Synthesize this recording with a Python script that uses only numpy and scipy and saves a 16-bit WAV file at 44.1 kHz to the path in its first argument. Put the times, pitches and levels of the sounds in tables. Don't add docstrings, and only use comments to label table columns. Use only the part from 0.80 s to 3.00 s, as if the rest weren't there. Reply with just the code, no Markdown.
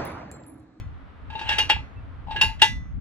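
import sys
import numpy as np
from scipy import signal
from scipy.fft import rfft, irfft
from scipy.io import wavfile
from scipy.ndimage import uniform_filter1d

SR = 44100
rng = np.random.default_rng(int(sys.argv[2]) if len(sys.argv) > 2 else 0)


def store_wav(level_fs):
    pcm = np.round(np.clip(np.atleast_2d(level_fs), -1, 1) * 32767)
    wavfile.write(sys.argv[1], SR, pcm.T.astype(np.int16))


def invert_db(x):
    u = np.asarray(x, float) / 20
    return 10 ** u


N = 97108

# start in seconds, handle
# level in dB, post level in dB, frame level in dB, bright edge level in dB.
KNOCKS = [(.500, -37, -42, -49.5, -87), (.527, -33, -65, -67, -85), (.552, -25, -32.5, -47.5, -88),
          (.591, -34, -32, -40, -62), (.612, -28.5, -51, -39, -61), (.657, -29, -57, -53, -76),
          (.689, -21.5, -18, -24, -48), (.720, -42, -23, -42, -51), (.756, -28.5, -28, -42, -75),
          (.783, -35, -16, -18.5, -36), (.800, -34, -15.5, -45, -50), (.892, -31, -31, -26, -55),
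          (.897, -10.5, -22, -15.5, -43.5), (.963, -29.5, -74.5, -59, -89), (1.470, -39, -64, -59, -87.5),
          (1.483, -26, -50, -65, -89), (1.510, -24, -32.5, -44, -72), (1.545, -24, -44, -58, -73),
          (1.562, -51, -27, -36, -80), (1.6115, -22.5, -7, -20.5, -30.5), (1.695, -35, -48, -54, -77),
          (1.795, -61.5, -45.5, -42, -83), (1.817, -7.5, -13, -10, -26)]
LEFTOVER_S, LEFTOVER_DB = -0.11, (-13.5, -41, -13.5, -39)
# start in seconds, level in dB.
PAWL_TAPS = [
    (.503, -47.5),
    (0.612, -39),
    (0.696, -28),
    (0.786, -34),
    (0.895, -25.5),
    (1.561, -24.5),
    (1.615, -23),
    (1.818, -21.5),
]
# start in seconds, level in dB.
SEATINGS = [
    (-.09, -39),
    (.897, -36.5),
    (1.613, -37),
    (1.817, -20.5),
]
# start in seconds, level in dB.
ROCKS = [
    (0.549, -29.5),
    (0.609, -31.5),
    (.69, -34.5),
    (1.557, -24),
    (1.581, -30),
    (1.635, -24.5),
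]
# start in seconds, level in dB.
HANDLE_BOUNCES = [
    (.703, -32),
    (.789, -17.5),
    (1.624, -20.5),
    (1.828, -16.5),
    (1.868, -33.5),
]
# start in seconds, level in dB.
TOOTH_TICKS = [(.553, -44.5), (.592, -40), (.618, -43), (.664, -36.5), (0.689, -29), (0.723, -27),
               (0.783, -23.5), (0.8, -15), (.899, -16), (1.512, -48), (1.561, -28), (1.6155, -9.5),
               (1.626, -17), (1.818, -10), (1.828, -19.5)]
PIN_TICKS = [(0.502, -52), (.553, -49), (.592, -44), (.615, -42), (.691, -30), (0.783, -27.5),
             (.899, -26.5), (1.507, -40.5), (1.614, -28), (1.818, -16.5), (1.832, -20.5)]

HANDLE_HZ = [829, 862, 889]
POST_HZ = [1066, 2320, 2468, 2500, 2732, 2830, 3752, 3995, 4334]
PAWL_HZ = [1662, 2056, 2172, 3098, 3140]
FRAME_HZ = [1744, 2266, 2815, 3174, 3300, 3354, 4221, 5100]
EDGE_HZ = [4651, 4743, 5669, 5809, 6029, 6562, 7084, 7700, 8640, 9172, 9354, 10420, 10670, 13880]
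LEGS_HZ = [1997.5, 3541, 5812, 6390, 7434]
TOOTH_HZ = [2836, 5469]
PIN_HZ = [3655, 3754, 4511, 4904]
# level in dB, time to decay by 60 dB (T60) in seconds.
HANDLE = [(-6, 0.072), (-10, 0.23), (-6, 0.2)]
POST = [(-22.5, 0.16), (-45, 0.15), (-19, 0.21), (-28.5, 0.18), (-2.5, 0.16), (-18, 0.21), (-11, 0.13),
        (-37.5, 0.063), (-25, 0.22)]
PAWL = [(1, 0.2), (-15, 0.34), (-5.5, 0.039), (-9, 0.062), (-8, 0.057)]
FRAME = [(-9, 0.16), (-20, 0.22), (-2, 0.12), (-5.5, 0.17), (-10, 0.1), (-5, 0.14), (-26, 0.29),
         (-10, 0.041)]
EDGE = [(-10.5, .25), (-12, 0.26), (-9, 0.18), (-3.5, .28), (-7.5, 0.17), (-15, 0.27), (-9.5, 0.26),
        (-7, .17), (-13, 0.18), (-13.5, .11), (-13.5, .17), (-24, .15), (-22, 0.13), (-25, .12)]
LEGS = [(-1, 0.3829), (-6.5, 0.32), (-23.5, 0.52), (-38, 0.9), (-21, 0.29)]
TOOTH = [(4, .13), (-26, 0.076)]
PIN = [(-1, 0.11), (2, 0.11), (-9, 0.1), (-12.5, 0.25)]
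# frequency in Hz, level in dB, T60 in seconds.
SHEET = [(458.1, -43.5, 0.048), (707, -25, 0.09), (1400, -13.5, 0.11), (2830, -8, 0.16), (4891, -22, 0.086)]
RIM = [(4010, -4, 0.19), (5900, -6.5, 0.17), (9000, -20.5, 0.17), (11000, -18, 0.23), (13300, -28, 0.19),
       (16100, -36, .07)]
HUM = [(835, -14, .12), (887.6, 0, .2)]
# low edge in Hz, high edge in Hz, level in dB, T60 in seconds.
THUD = (270, 610, 1.1, 0.11)
CLACK = (902.5, 5000.5, -4, 0.1038)
CRACK = (5200, 8200, -4, 0.014)
SPRAY = (4508.5, 14010, -14.5, 0.0932)
ROCK = (78, 560.5, 5.5, 0.09)

# time in seconds, level in dB.
DRAG = [(.45, -110), (.5, -69), (.6, -63.5), (.7, -48), (.82, -60), (.88, -65), (.98, -73.5), (1.04, -110),
        (1.43, -110), (1.49, -60.5), (1.6, -51.5), (1.68, -54), (1.76, -85), (1.8, -49.5), (1.86, -110)]
RUB = [(.47, -76), (.51, -45), (.62, -42), (.76, -42), (.84, -63), (1.0, -77), (1.44, -85), (1.48, -53),
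       (1.55, -40.5), (1.6, -52), (1.72, -48.5), (1.78, -82)]
# handle, post, pawl, frame, edge, sheet, rim levels in dB.
DRAG_MIX_DB = (-0.5, -7.5, -8, -23, -23.5, -4.5, -34.5)
# frequency in Hz, difference in dB.
STEEL_PAN = [(300, -5), (600, -2), (880, 7), (1100, -5), (1900, -5), (2500, 1), (8000, 0), (15000, 2)]
# frequency in Hz, lead in radians.
STEEL_LEAD = [(300, .2), (880, .35), (1200, 1.1), (2800, 1.3), (4500, 1.5), (15000, 1.6)]

# frequency in Hz, density in dB per Hz.
TOWN = [(120, -40), (200, -8.5), (254, -6), (282, -2.5), (297, -12.5), (404, -12.5), (873, -14.5),
        (1290, -13), (3500, -30.5), (6500, -52), (12000, -60.5), (15600, -89), (22000, -120)]
WIND = [(11, -16.5), (18, -2.5), (47, 2.5), (70, 8), (98, 1.5), (161, -8.5), (300, -17.5), (390, -53.5),
        (660, -120)]
# time in seconds, level in dB.
TOWN_LEVEL = [(0.0, -55.5), (0.52, -53.5), (0.77, -45), (1.09, -53), (1.84, -56), (2.2, -59.5)]
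GUST = [(0.08, -40.5), (0.41, -50.5), (0.5, -38.5), (0.63, -50.5), (0.65, -38), (0.93, -39.5),
        (0.96, -31.5), (1.13, -51.5), (1.18, -38.5), (1.21, -41.5), (1.5, -41), (1.51, -44), (1.63, -29),
        (1.74, -41.5), (1.83, -36.5), (2.17, -36)]

RING = 14000
RISE_CYCLES, PUSH_S = 1.5, 0.0022
SCATTER_DB, SWAY = 2, 0.59
FREE_S, MUFFLED_T60_S = 0.033, 0.085
CHATTER_S = 0.0017
THUD_PAN_DB, THUD_SIDE = -3.5, .3
ECHO_DB, ECHO_T60_S = -20, 0.3
TOWN_LIFT_DB, TOWN_SIDE_DB = 0.5, -2
WIND_SIDE_DB, FLUTTER_DB = -1.5, 2.5
CHIRP_S, CHIRP_LEN_S, CHIRP_HZ, CHIRP_DB = 1.16, .042, 2650, -56
TOP_HZ, CEILING, FADE_S = 16200, 1.1, .012


def steel():
    edge = rings(np.column_stack([EDGE_HZ, EDGE]), spread=3.)
    parts = [part(HANDLE_HZ, HANDLE), part(POST_HZ, POST), part(PAWL_HZ, PAWL), part(FRAME_HZ, FRAME),
             edge, crowd(SHEET, count=90), crowd(RIM, count=150)]
    return knocks(parts) + taps(parts[2]) + drag(parts)


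def knocks(parts):
    handle, post, _, frame, edge, sheet, rim = parts
    out = np.zeros((2, N))
    for s, *levels_db in [(LEFTOVER_S, *LEFTOVER_DB), *KNOCKS]:
        to_handle, to_post, to_frame, to_edge = invert_db(levels_db)
        solid = to_handle * muffled(strike(handle)) + to_post * strike(post)
        solid = solid + to_frame * (strike(frame) + thud(THUD))
        add(out, s, solid)
        loose = to_frame * (strike(sheet) + burst(*CLACK))
        loose = loose + to_edge * (strike(edge) + strike(rim) + burst(*SPRAY))
        rattle = signal.fftconvolve(loose, chatter())
        crack = np.pad(burst(*CRACK), ((0, 0), (0, 799)))
        add(out, s, rattle + to_edge * crack)
    return out


def taps(pawl):
    out = np.zeros((2, N))
    for piece, events in ((pawl, PAWL_TAPS), (part(LEGS_HZ, LEGS), SEATINGS)):
        for s, db in events:
            add(out, s, invert_db(db) * strike(piece))
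    return out


def drag(parts):
    body = sum(invert_db(db) * strike(p) for db, p in zip(DRAG_MIX_DB, parts))
    grit = rng.standard_normal(N) ** 3
    grit = grit * invert_db(curve(DRAG) + 6.8 * walk(58.68) - 21.5)
    return signal.fftconvolve(body, grit[None])[:, :N]


def rings(modes, spread=0.):
    hz, db, t60 = np.array(modes).T
    pan_db = on_log(STEEL_PAN, hz) + spread * rng.standard_normal(len(hz))
    lead = on_log(STEEL_LEAD, hz)
    ears = invert_db(np.outer(pan_db, [.5, -.5])) * np.exp(1j * np.outer(lead, [.5, -.5]))
    t = np.arange(RING) / SR
    rise = np.sin(np.pi / 2 * np.minimum(np.outer(hz, t) / RISE_CYCLES, 1)) ** 2
    decay = np.exp(np.outer(2j * np.pi * hz - np.log(1000) / t60, t))
    return invert_db(db)[:, None] * ears, (rise * decay).astype(np.complex64)


def part(hz, table):
    return rings(np.column_stack([hz, table]))


def crowd(table, count):
    luck = rng.random((count, 3))
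    low, high = table[0][0], table[-1][0]
    hz = low + (high - low) * luck[:, 0] ** 1.3
    db = on_log(table, hz) - 8 * luck[:, 1]
    t60 = on_log(table, hz, col=2) * (.6 + .8 * luck[:, 2])
    return rings(np.array([hz, db, t60]).T, spread=3.)


def strike(piece):
    ears, ring = piece
    luck = rng.standard_normal((len(ring), 2))
    turn = 2 * luck[:, 1:] + SWAY * luck[:, :1] * [.5, -.5]
    weights = ears * invert_db(SCATTER_DB * luck[:, :1]) * np.exp(1j * turn)
    return (weights.T.astype(np.complex64) @ ring).imag


def muffled(sound):
    return sound * invert_db(-60 * np.maximum(np.arange(RING) / SR - FREE_S, 0) / MUFFLED_T60_S)


def burst(lo_hz, hi_hz, db, t60, width=0.84):
    mid, side = rng.standard_normal((2, RING))
    noise = mid + width * side * np.array([[1], [-1]])
    noise = noise * invert_db(db - 60 * np.arange(RING) / SR / t60)
    band = signal.butter(2, [lo_hz, min(hi_hz, 20000)], "band", fs=SR, output="sos")
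    return signal.sosfilt(band, noise)


def thud(band):
    return burst(*band, width=THUD_SIDE) * invert_db(THUD_PAN_DB * np.array([[.5], [-.5]]))


def chatter():
    t = np.arange(800) / SR
    impacts = rng.standard_normal(len(t)) ** 3 * np.exp(-t / CHATTER_S)
    return (impacts / np.linalg.norm(impacts))[None]


def add(out, s, sound):
    i = int(round(s * SR))
    push = np.minimum(np.arange(sound.shape[1]) / SR / PUSH_S, 1)
    piece = (sound * push)[:, max(-i, 0):N - i]
    out[:, max(i, 0):max(i, 0) + piece.shape[1]] += piece


def small_parts():
    return ticks(TOOTH_HZ, TOOTH, TOOTH_TICKS) + ticks(PIN_HZ, PIN, PIN_TICKS) + rocking() + handle_motion()


def ticks(hz, modes, events):
    piece = part(hz, modes)
    out = np.zeros((2, N))
    for (s, db), (next_s, _) in zip(events, [*events[1:], (N / SR, 0)]):
        gripped = np.clip((next_s - s + PUSH_S - np.arange(RING) / SR) / PUSH_S, 0, 1)
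        add(out, s, invert_db(db) * strike(piece) * gripped)
    return out


def rocking():
    out = np.zeros((2, N))
    for s, db in ROCKS:
        add(out, s, invert_db(db) * thud(ROCK))
    return out


def handle_motion():
    handle = part(HANDLE_HZ, HANDLE)
    hum = strike(rings(HUM))
    rub = rng.standard_normal(N) * invert_db(curve(RUB)) / np.linalg.norm(hum[0])
    out = signal.fftconvolve(hum, rub[None])[:, :N]
    for s, db in HANDLE_BOUNCES:
        add(out, s, invert_db(db) * muffled(strike(handle)))
    return out


def echo(jack):
    t = np.arange(RING // 2) / SR
    response = rng.standard_normal((2, len(t))) * invert_db(-60 * t / ECHO_T60_S) * (t > .003)
    response = response / np.linalg.norm(response[0])
    return invert_db(ECHO_DB) * signal.fftconvolve(jack.mean(0)[None], response)[:, :N]


def wind():
    flutter = FLUTTER_DB * np.array([walk(14.47), walk(42.18)])
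    spectrum = [*WIND, (500, -78.5)]
    return coloured(spectrum, WIND_SIDE_DB) * invert_db(curve(GUST) + flutter)


def town():
    return coloured(TOWN, TOWN_SIDE_DB) * invert_db(curve(TOWN_LEVEL) + TOWN_LIFT_DB + 0.29 * walk(13))


def bird():
    u = (np.arange(N) / SR - CHIRP_S) / CHIRP_LEN_S
    swell = np.sin(np.pi * np.clip(u, 0, 1))
    return invert_db(CHIRP_DB) * swell * np.sin(2 * np.pi * CHIRP_HZ * CHIRP_LEN_S * u)


def coloured(table, side_db):
    hz = np.maximum(np.fft.rfftfreq(N, 1 / SR), 1)
    shape = invert_db(on_log(table, hz)) * (hz > table[0][0])
    mid, side = irfft(rfft(rng.standard_normal((2, N))) * shape, N)
    return (mid + invert_db(side_db) * side * np.array([[1], [-1]])) / mid.std()


def walk(rate):
    k = int(SR / rate)
    steps = np.repeat(rng.standard_normal(N // k + 1), k)
    return 1.3 * uniform_filter1d(uniform_filter1d(steps, k), k)[:N]


def curve(table):
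    return np.interp(np.arange(N) / SR, *np.array(table).T[:2])


def on_log(table, hz, col=1):
    table = np.array(table)
    return np.interp(np.log(hz), np.log(table[:, 0]), table[:, col])


def scene():
    jack = steel() + small_parts()
    return jack + echo(jack) + wind() + town() + bird()


def top_cut(x):
    return signal.sosfilt(signal.butter(12, 16480, fs=SR, output="sos"), x)


def record(dry):
    rounded = CEILING * np.tanh(dry / CEILING)
    low_pass = signal.ellip(8, .2, 70, TOP_HZ, fs=SR, output="sos")
    cut = signal.sosfilt(low_pass, rounded)
    fade = np.clip((N - np.arange(N)) / SR / FADE_S, 0, 1)
    return top_cut(cut * fade)


dry = scene()
out = record(dry)
store_wav(out)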